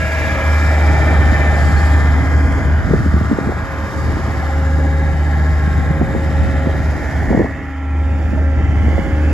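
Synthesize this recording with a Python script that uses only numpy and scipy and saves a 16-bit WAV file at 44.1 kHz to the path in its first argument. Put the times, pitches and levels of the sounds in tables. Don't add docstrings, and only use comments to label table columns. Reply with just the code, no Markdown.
import sys
import numpy as np
from scipy import signal
from scipy.fft import rfft, irfft, next_fast_len
from scipy.io import wavfile
from scipy.ndimage import uniform_filter1d, map_coordinates

SR = 44100
rng = np.random.default_rng(int(sys.argv[2]) if len(sys.argv) > 2 else 0)


def int16_out(signal):
    q = np.round(np.clip(np.atleast_2d(signal).T, -1, 1) * 32767)
    wavfile.write(sys.argv[1], SR, q.astype(np.int16))


N = 411453
T = np.arange(N) / SR
FADE_DB_PER_S, WHINE_FADE_DB_PER_S, FLUTTER_FADE_DB_PER_S = 32, 84, 264


# time in seconds, four-stroke cycles a second (two crank turns, five firings each).
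SPEED = [(0, 15.14), (.4, 15.15), (.7, 15.1), (1.1, 15.08), (1.5, 15.0), (1.95, 15.0), (2.3, 15.06),
         (2.7, 15.04), (3.4, 15.03), (4.3, 15.055), (4.7, 15.02), (5.5, 15.06), (6.7, 15.04), (7.1, 15.06),
         (7.9, 15.045), (8.5, 15.075), (9.33, 15.07)]


def engine_cycles():
    cycles_per_s, = curves(SPEED)
    return np.cumsum(cycles_per_s) / SR - .05 + .004 * wobble(2.5)


# time in seconds, level in dB before the dips.
FIRING = [(0.0, -18), (0.41, -22), (0.48, -12), (2.15, -11), (2.6, -14), (2.75, -14), (3.05, -13.5),
          (3.28, -13.5), (3.5, -22), (4.03, -18.5), (4.3, -22.5), (4.68, -14), (5.6, -13), (6.0, -17),
          (6.4, -14.5), (6.8, -17), (7.27, -20), (7.59, -31), (7.98, -15), (8.6, -14.5), (9.33, -12.5)]
# time in seconds, depth in dB.
DIPS = [(1.01, 2), (2.23, 9), (2.831, 19), (2.93, 20), (3.33, 22), (3.39, 14), (3.66, 24), (3.9, 20),
        (4.18, 18), (6.08, 35), (6.97, 16), (8.16, 3), (9.04, 26)]
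DIP_FALL_S, DIP_RECOVER_S = 0.024, 0.045
# rest in dB under the roar, then swells of start in seconds, end in seconds, level in dB.
SECOND = (-15.5, [(.95, 2.0, -27), (2.2, 3.2, -31), (4.75, 5.95, -26.5), (6.3, 6.7, -27.5),
          (7.3, 7.4, -32.5), (9.0, 9.33, -32.5)])
FOURTH = (-13, [(1.05, 1.2, -33), (6.0, 6.1, -34), (7.35, 7.4, -33.5), (9.2, 9.33, -26)])


def exhaust_drone(cycles):
    firing_db, = curves(FIRING)
    for s, depth_db in DIPS:
        time_constant = np.where(T < s, DIP_FALL_S, DIP_RECOVER_S)
        firing_db = firing_db - depth_db * np.exp(-np.abs(T - s) / time_constant)
    levels = firing_db, turning(SECOND, FADE_DB_PER_S), turning(FOURTH, FADE_DB_PER_S)
    return sum(tone(5 * k, cycles, db) for k, db in zip((1, 2, 4), levels))


# rest in dB under the roar, then swells of start in seconds, end in seconds, level in dB.
PUMP = [(-17, [(.9, 1.2, -34), (1.95, 2.5, -30), (4.7, 5.05, -31.5), (6.3, 7.2, -35.5), (7.65, 8.7, -31.5),
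        (9.25, 9.33, -30.5)]), (-24, [(1.7, 1.85, -36), (4.5, 6.0, -52), (7.7, 8.3, -41.5),
        (8.6, 9.1, -42.5)]), (-22, [(5.55, 5.8, -39.5), (8.75, 9.0, -45)]), (-19, [(0.0, .1, -35.5),
        (1.6, 2.2, -40), (5.1, 5.9, -42), (6.3, 6.8, -43), (7.85, 8.1, -41), (8.45, 8.8, -40.5),
        (8.1, 8.4, -44.5)]), (-18, [(.7, 1.5, -44), (5.3, 6.0, -44), (7.9, 8.1, -45), (8.7, 9.05, -46)])]
WHINE = (-20, [(.38, .45, -30), (.5, 1.6, -36.5), (3.7, 4.03, -34), (4.18, 4.35, -36), (4.5, 5.1, -32),
         (5.95, 6.75, -31), (7.33, 7.4, -33.5), (8.1, 8.15, -37), (8.45, 8.55, -35.5), (8.95, 9.33, -33.5)])


def pump_whine(cycles):
    levels = [turning(part, FADE_DB_PER_S) for part in PUMP]
    levels.append(turning(WHINE, WHINE_FADE_DB_PER_S))
    return sum(tone(18 * k, cycles, db) for k, db in zip((1, 3, 4, 5, 7, 2), levels))


GEAR_ORDERS = (69, 80, 109, 119, 42, 115, 105, 125)
# rest in dB under the roar, then swells of start in seconds, end in seconds, level in dB.
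GEARS = [(-25.5, [(.5, .6, -57), (1.4, 2.3, -43.5), (3.3, 4.4, -42.5), (5.7, 5.9, -48.5)]),
         (-28.5, [(1.5, 2.7, -40.5), (3.3, 4.7, -44)]), (-18, [(0.0, .6, -31), (1.3, 2.4, -36.5),
         (4.8, 5.15, -42), (5.5, 6.1, -42), (6.9, 7.3, -41.5), (9.1, 9.33, -44)]),
         (-17.5, [(.75, 1.1, -34.5), (1.2, 1.5, -29), (1.5, 2.05, -36.5), (2.7, 3.15, -49), (4.0, 4.1, -45),
         (5.3, 5.7, -43), (7.0, 7.3, -43)]), (-25.5, [(0.0, 1.8, -37.5), (5.4, 7.2, -43.5)]),
         (-18.5, [(4.4, 5.7, -42), (6.3, 7.2, -42.5)]), (-21.5, [(1.55, 1.95, -42), (2.4, 2.8, -41),
         (5.7, 6.0, -41), (8.3, 9.0, -46)]), (-26.5, [(.8, 1.6, -40)])]
LOADS = [(.3, 0), (.3, 0), (.5, .22), (.75, .38), (.4, .08), (.4, .3), (.3, .2), (.3, 0)]


def gear_whine(cycles):
    out = 0
    for order, part, (depth, place) in zip(GEAR_ORDERS, GEARS, LOADS):
        load = 1 + depth * np.cos(2 * np.pi * (cycles - place))
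        level_db = turning(part, FADE_DB_PER_S) + 2 * wobble(9)
        out = out + load * tone(order, cycles, level_db)
    return out


CYLINDERS = [-13.5, 10, -1.5, 8.5, 0]


def firing_knocks(cycles):
    firing = (cycles * 5).astype(int)
    begins = np.diff(firing, prepend=0) > 0
    return begins * amp(np.array(CYLINDERS)[firing % len(CYLINDERS)] + 1.6 * wobble(75))


TICKS_DRIFT = .13


def valve_ticks(cycles):
    slots = 2900
    place = (cycles % 1 * slots).astype(int)
    first, second = rng.standard_normal((2, 2, slots))[..., place]
    angle = 2 * np.pi * TICKS_DRIFT * T
    return np.cos(angle) * first + np.sin(angle) * second


# centre in Hz, width in Hz before squaring, level in dB.
PANELS = [
    [(632, 70, 0)],
    [(815, 115, 0)],
    [(1580, 18, -12), (1652, 40, 0)],
    [(1725, 30, 0)],
    [(1792, 42, 0)],
    [(1885, 30, -2), (1955, 30, -4), (2030, 40, 0), (2150, 150, -7)],
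    [(2343, 40, 0)],
    [(3750, 700, 0)],
    [(5600, 1200, 0)],
]
# rest in dB under the roar, then swells of start in seconds, end in seconds, level in dB.
FACING = [(-21.5, [(0.0, 1.2, -34.5), (5.5, 5.6, -44), (7.2, 7.35, -42.5)]), (-16, [(.7, 1.2, -41.5),
          (4.4, 7.2, -36.5), (7.55, 7.9, -46)]), (-14, [(0.0, .3, -29), (1.25, 1.75, -32.5),
          (4.7, 6.1, -37.5)]), (-16, [(0.0, .8, -36), (4.4, 7.5, -37.5)]), (-21.5, [(1.1, 2.0, -32),
          (2.6, 3.3, -44), (3.8, 4.2, -41.5), (5.3, 5.7, -38.5), (7.0, 7.3, -37)]), (-17, [(0.0, 1.6, -33),
          (3.0, 3.3, -43), (2.15, 2.4, -33.5), (5.0, 7.6, -40.5), (7.0, 7.48, -34.5), (8.75, 9.1, -39.5)]),
          (-25, [(0.0, 1.4, -35)]), (-37, [(0.0, 2.03, -47), (2.9, 7.1, -52.5)]),
          (-46.5, [(7.0, 7.4, -57.5), (8.2, 9.0, -63)])]
STRUCK_AT = [.08, .56, .24, .3, .38, .0, .0, .0, .0]
STRUCK_DB = 2.2


def panel_response(modes, f):
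    return sum(amp(db / 2) * 1j * f * w / (c * c - f * f + 1j * f * w) for c, w, db in modes) ** 2


def clatter(cycles, ticks):
    blows = .6 * unit(firing_knocks(cycles)) + ticks + .55 * rng.standard_normal((2, N))
    blows = patchy(blows, 2.5, bins=2, frames=40)
    out = 0
    for modes, facing, place in zip(PANELS, FACING, STRUCK_AT):
        struck = blows * amp(STRUCK_DB * np.cos(2 * np.pi * (cycles - place)))
        ring = filtered(struck, lambda hz: panel_response(modes, hz))
        out = out + amp(turning(facing, FADE_DB_PER_S)) * even(ring)
    return out * amp(wobble(8))


# frequency in Hz, relative level in dB per Hz.
ROAR = [(150, -53), (350, -3.5), (640, 3.5), (950, 0), (1310, 2), (1480, 1.5), (2300, -5), (2700, -50.5),
        (5000, -120)]
# time in seconds, share hidden (0-1).
SHADE = [(0, 0.07), (4.4, 0), (6.2, 0.8), (8.6, 0.93), (9.33, 0.55)]
# frequency in Hz, gain in dB.
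SHADOW = [(800, 0.5), (1000, -3), (1250, -3), (1500, -1.5), (2000, 2.5)]


def fan_roar(cycles, ticks):
    roar = noise(ROAR) + 1.1 * coloured(ticks, ROAR)
    roar = unit(patchy(roar, 2.0, bins=5, frames=40) * beat(cycles, 0.22, 0.22))
    shade = np.clip(curves(SHADE)[0], 0, 1)
    return (1 - shade) * roar + shade * coloured(roar, SHADOW)


# frequency in Hz, relative level in dB per Hz.
RATTLE = [(1800, -65), (2400, 2.5), (2750, -4.5), (3200, -2), (3700, -12.5), (4300, -32), (7000, -120)]


def rattle_noise(cycles, ticks):
    rattle = noise(RATTLE) + 0.78 * coloured(ticks, RATTLE)
    return unit(patchy(rattle, 2.7, bins=5, frames=30) * beat(cycles, 0.25, 0.3))


# frequency in Hz, relative level in dB per Hz.
HISS = [(2800, -60), (3900, -8), (4600, -1), (5000, 0), (6300, -4), (6900, -2), (7200, 2), (7600, -2),
        (9000, -5), (9700, -10), (11000, -11), (12400, -16), (14800, -20), (15300, -28), (16000, -30)]


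def hiss_noise(cycles):
    flicker = amp(0.65 * wobble(8) + 0.73 * wobble(4))
    hiss = patchy(noise(HISS), 1.5, bins=8, frames=25)
    return unit(hiss * beat(cycles, 0.94, 0.63) * flicker)


# start in seconds, level in dB before rise and decay, pitch in Hz, rise in seconds, t60 in seconds.
PINGS = [(1.766, -27.5, 4360, 0.0051, 0.095), (8.372, -14, 630, 0.0048, 0.087),
         (8.37, -18, 900, 0.005, 0.062)]


def squeak():
    out = 0
    for s, db, hz, rise, t60 in PINGS:
        t = np.maximum(T - s, 0)
        decay = amp(db - 60 * t / t60)
        out = out + decay * (1 - np.exp(-t / rise)) ** 2 * np.sin(2 * np.pi * hz * t)
    return out


# time in seconds, roar in dB before the cab's shadow, rattle in dB,
# hiss in dB.
BODY = [(0.0, -26, -36, -40), (1.38, -23, -37.5, -40), (1.97, -26, -41, -42), (3.14, -28.5, -47, -46.5),
        (4.31, -28.5, -44, -44.5), (4.91, -31, -46, -46), (7.25, -29.5, -44, -46), (7.59, -35, -48, -55),
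        (8.37, -34.5, -47.5, -53.5), (9.33, -30.5, -41.5, -46.5)]
# frequency in Hz, correlation of the body sound (0-1).
ALIKE = [(300, .9), (2000, .88), (2800, .65), (3500, .8), (5500, .4), (7500, .75), (8400, 1), (10000, 1),
         (10800, .7), (11800, 1), (13300, 1), (13800, .5), (14300, 1)]


def engine():
    cycles = engine_cycles()
    ticks = valve_ticks(cycles)
    roar_db, rattle_db, hiss_db = curves(BODY)
    body = clatter(cycles, ticks) + amp(roar_db) * fan_roar(cycles, ticks)
    body = body + amp(rattle_db) * rattle_noise(cycles, ticks) + amp(hiss_db) * hiss_noise(cycles)
    tones = exhaust_drone(cycles) + pump_whine(cycles) + gear_whine(cycles)
    return blend(body, ALIKE) + tones + squeak()


# time in seconds, direction from left (0) to right (1).
TURN = [(0, 0), (4.5, 0), (6.5, 0.16), (7.2, 0.36), (7.9, 0.67), (8.5, 1), (9.33, 1)]
# frequency in Hz, lead of the left port in radians.
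LEAD_LEFT = [(100, 0), (700, .2), (1400, .7), (1800, 1.3), (2400, 1.4), (2750, .9), (3100, -.2),
             (4800, -.3), (5500, 1.2), (6800, .8), (7250, 1.6), (8400, 3.14), (10000, 3.14), (11600, 6.28),
             (13400, 6.28), (14200, 9.42)]
LEAD_RIGHT = [(100, 0), (700, -.2), (1400, -.3), (1800, -1), (2400, -1.3), (5500, -1), (6200, -.1),
              (6900, 0), (7750, 2.6), (8400, 3.14), (10000, 3.14), (11600, 6.28), (13400, 6.28),
              (14200, 9.42)]
# frequency in Hz, left minus right in dB.
TILT_LEFT = [(1400, 0), (2400, -1), (3000, 3), (3700, -1), (4200, -2), (5200, -9), (6200, -2), (7200, 3),
             (8200, 0)]
TILT_RIGHT = [(300, 0), (1000, -4), (2400, -4), (3000, -6), (3700, -2), (5500, -4), (6500, 0)]


def seen(x, lead, tilt):
    half = np.array([[.5], [-.5]])
    return filtered(x, lambda hz: amp(half * along(tilt, hz)) * np.exp(1j * half * along(lead, hz)))


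def ports(x):
    turn = np.clip(curves(TURN)[0], 0, 1)
    return (1 - turn) * seen(x, LEAD_LEFT, TILT_LEFT) + turn * seen(x, LEAD_RIGHT, TILT_RIGHT)


# time in seconds, buffet in dB, flutter in dB at rest between bursts.
WIND = [(0.0, -23, -36.5), (0.7, -24.5, -28), (0.85, -21, -26.5), (0.95, -17, -26), (1.9, -19, -30.5),
        (2.2, -18, -30), (2.9, -15, -36.5), (3.28, -16.5, -39), (3.38, -21, -32), (3.5, -19.5, -24.5),
        (3.7, -26, -37), (4.08, -21, -28), (4.45, -24.5, -31.5), (4.75, -23, -29), (5.5, -22, -30.5),
        (5.8, -19, -31.5), (6.75, -18.5, -30.5), (7.0, -22.5, -26), (7.25, -19, -35.5), (7.4, -14, -35),
        (7.5, -26, -29), (7.75, -34.5, -42.5), (8.2, -24, -31.5), (9.0, -17.5, -28), (9.33, -23, -30)]
# frequency in Hz, relative level in dB per Hz.
BUFFET = [(12, -48.5), (25, -27.5), (55, -1), (78, -1.5), (105, -2.5), (140, -9), (250, -13.5),
          (450, -26.5), (1500, -120)]
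FLUTTER = [(60, -61), (170, -0.5), (290, 1), (450, -8), (750, -11), (1200, -26.5), (3000, -120)]
# start in seconds, end in seconds, level in dB.
GUSTS = [(2.91, 2.94, -24), (3.32, 3.397, -31), (3.474, 3.516, -25), (6.137, 6.2, -25.5),
         (6.662, 6.69, -23), (7.33, 7.414, -18.5), (7.443, 7.454, -21.5), (8.578, 8.62, -26),
         (8.98, 9.0, -27)]


def wind():
    buffet_db, flutter_db = curves(WIND)
    lumps = amp(1.45 * wobble(14) + np.array([wobble(12), wobble(30)]))
    buffet = blend(unit(noise(BUFFET) * lumps), [(100, 0.71)])
    flutter = blend(unit(noise(FLUTTER) * amp(2.75 * wobble(40))), [(100, 0.8)])
    flutter_db = swells(flutter_db, GUSTS, FLUTTER_FADE_DB_PER_S)
    return amp(buffet_db) * buffet + amp(flutter_db) * flutter + flaps()


FLAP_WIDTH, FLAP_SAG = 0.54, 0.26
EDGE_DB, EDGE_RATIO, EDGE_LEAD = -10, 2.1, .5
EDGE_TOP_HZ = 700


def swing(u, phase):
    turns = u - FLAP_SAG * u * u / 2 + phase
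    return np.exp(-.5 * (u / FLAP_WIDTH) ** 2) * np.sin(2 * np.pi * turns + [[0], [np.pi / 2]])


# middle in seconds, peak of the dull swing in dB before blending, pitch in Hz.
FLAPS = [(1.122, -12, 233), (1.326, -10, 233), (1.778, -14, 187), (2.914, -5.5, 190), (2.938, -0.5, 352),
         (2.944, -2, 160), (3.065, -7, 230), (3.144, -5, 162), (3.167, -10, 262), (3.215, -9, 202),
         (3.3, -15, 217), (3.316, -4, 251), (3.321, -7.5, 251), (3.332, -4.5, 215), (3.388, -3.5, 386),
         (3.415, -10.5, 200), (3.476, -9, 170), (3.493, -8.5, 383), (3.498, -12, 212), (3.523, -13, 560),
         (4.1, -14, 150), (4.171, -13, 262), (5.681, -11, 174), (5.912, -7, 139), (6.016, -4, 249),
         (6.02, -10, 560), (6.032, -8, 188), (6.151, -10, 400), (6.164, -7, 217), (6.673, -6, 236),
         (7.309, -3.5, 217), (7.317, -6, 336), (7.33, -8.5, 630), (7.333, -10, 360), (7.349, -2.5, 234),
         (7.35, -9, 560), (7.363, -20, 270), (7.377, -3, 420), (7.378, -7.5, 173), (7.397, -4, 362),
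         (7.404, -1.5, 430), (7.41, -7, 251), (7.418, -5.5, 450), (7.446, -6, 480), (7.451, -19, 250),
         (7.462, -12.5, 800), (8.337, -8.5, 250), (8.884, -12, 405), (8.982, -9, 537), (8.994, -8, 217)]


def flaps():
    out, half = np.zeros((2, N + SR)), SR // 40
    t = np.arange(-half, half) / SR
    for (s, db, hz), phase in zip(FLAPS, rng.random((len(FLAPS), 2))):
        ratio = min(EDGE_RATIO, EDGE_TOP_HZ / hz)
        edge = amp(EDGE_DB) * swing(ratio * (hz * t + EDGE_LEAD), phase[1])
        start = round(s * SR) - half
        out[:, start:start + len(t)] += amp(db) * (swing(hz * t, phase[0]) + edge)
    return blend(out[:, :N], [(100, 0.59)])


def amp(db):
    return 10 ** (np.asarray(db) / 20)


def unit(x):
    return x / np.sqrt(np.mean(x ** 2) + 1e-20)


def even(x):
    power = uniform_filter1d(np.mean(x ** 2, axis=0), size=SR // 2)
    return x / np.sqrt(np.abs(power) + 1e-20)


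def along(points, hz):
    f, v = np.transpose(points)
    return np.interp(np.log(hz + 1), np.log(f + 1), v)


def curves(rows):
    s, *cols = np.transpose(rows)
    return [np.interp(T, s, c) for c in cols]


def wobble(rate):
    return map_coordinates(rng.standard_normal(int(N * rate / SR) + 4), [T * rate])


def swells(rest_db, spans, fade):
    held = [db - fade * np.maximum(np.maximum(a - T, T - b), 0) for a, b, db in spans]
    return np.max([rest_db] + held, axis=0)


def turning(layer, fade):
    under_db, spans = layer
    return swells(curves(BODY)[0] + under_db, spans, fade)


def tone(order, cycles, db):
    return np.sqrt(2) * amp(db) * np.sin(2 * np.pi * (order * cycles + rng.random()))


def beat(cycles, cycle_db, fire_db):
    return amp(cycle_db * np.cos(2 * np.pi * cycles) + fire_db * np.cos(10 * np.pi * cycles))


def filtered(x, response):
    m = next_fast_len(N + SR // 4)
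    return irfft(rfft(x, m) * response(np.fft.rfftfreq(m, 1 / SR)), m)[..., :N]


def coloured(x, spectrum):
    return filtered(x, lambda hz: amp(along(spectrum, hz)))


def noise(spectrum):
    return coloured(rng.standard_normal((2, N)), spectrum)


def patchy(x, depth_db, bins, frames):
    z = signal.stft(x, nperseg=1024)[2]
    field = uniform_filter1d(rng.standard_normal(z.shape[1:]), bins, 0)
    field = uniform_filter1d(field, frames, 1)
    return signal.istft(z * amp(depth_db * unit(field)), nperseg=1024)[1][:, :N]


def blend(pair, alike):
    turn = lambda hz: np.arccos(np.clip(along(alike, hz), -1, 1)) / 2
    mid, side = filtered(pair, lambda hz: np.array([np.cos(turn(hz)), np.sin(turn(hz))]))
    return np.array([mid + side, mid - side])


def scene():
    return ports(engine()) + wind()


TOP_HZ = 15750


def record(dry):
    soft = dry / (1 + np.abs(dry) ** 4) ** (1 / 4)
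    return filtered(soft, lambda hz: hz < TOP_HZ)


dry = scene()
out = record(dry)
int16_out(out)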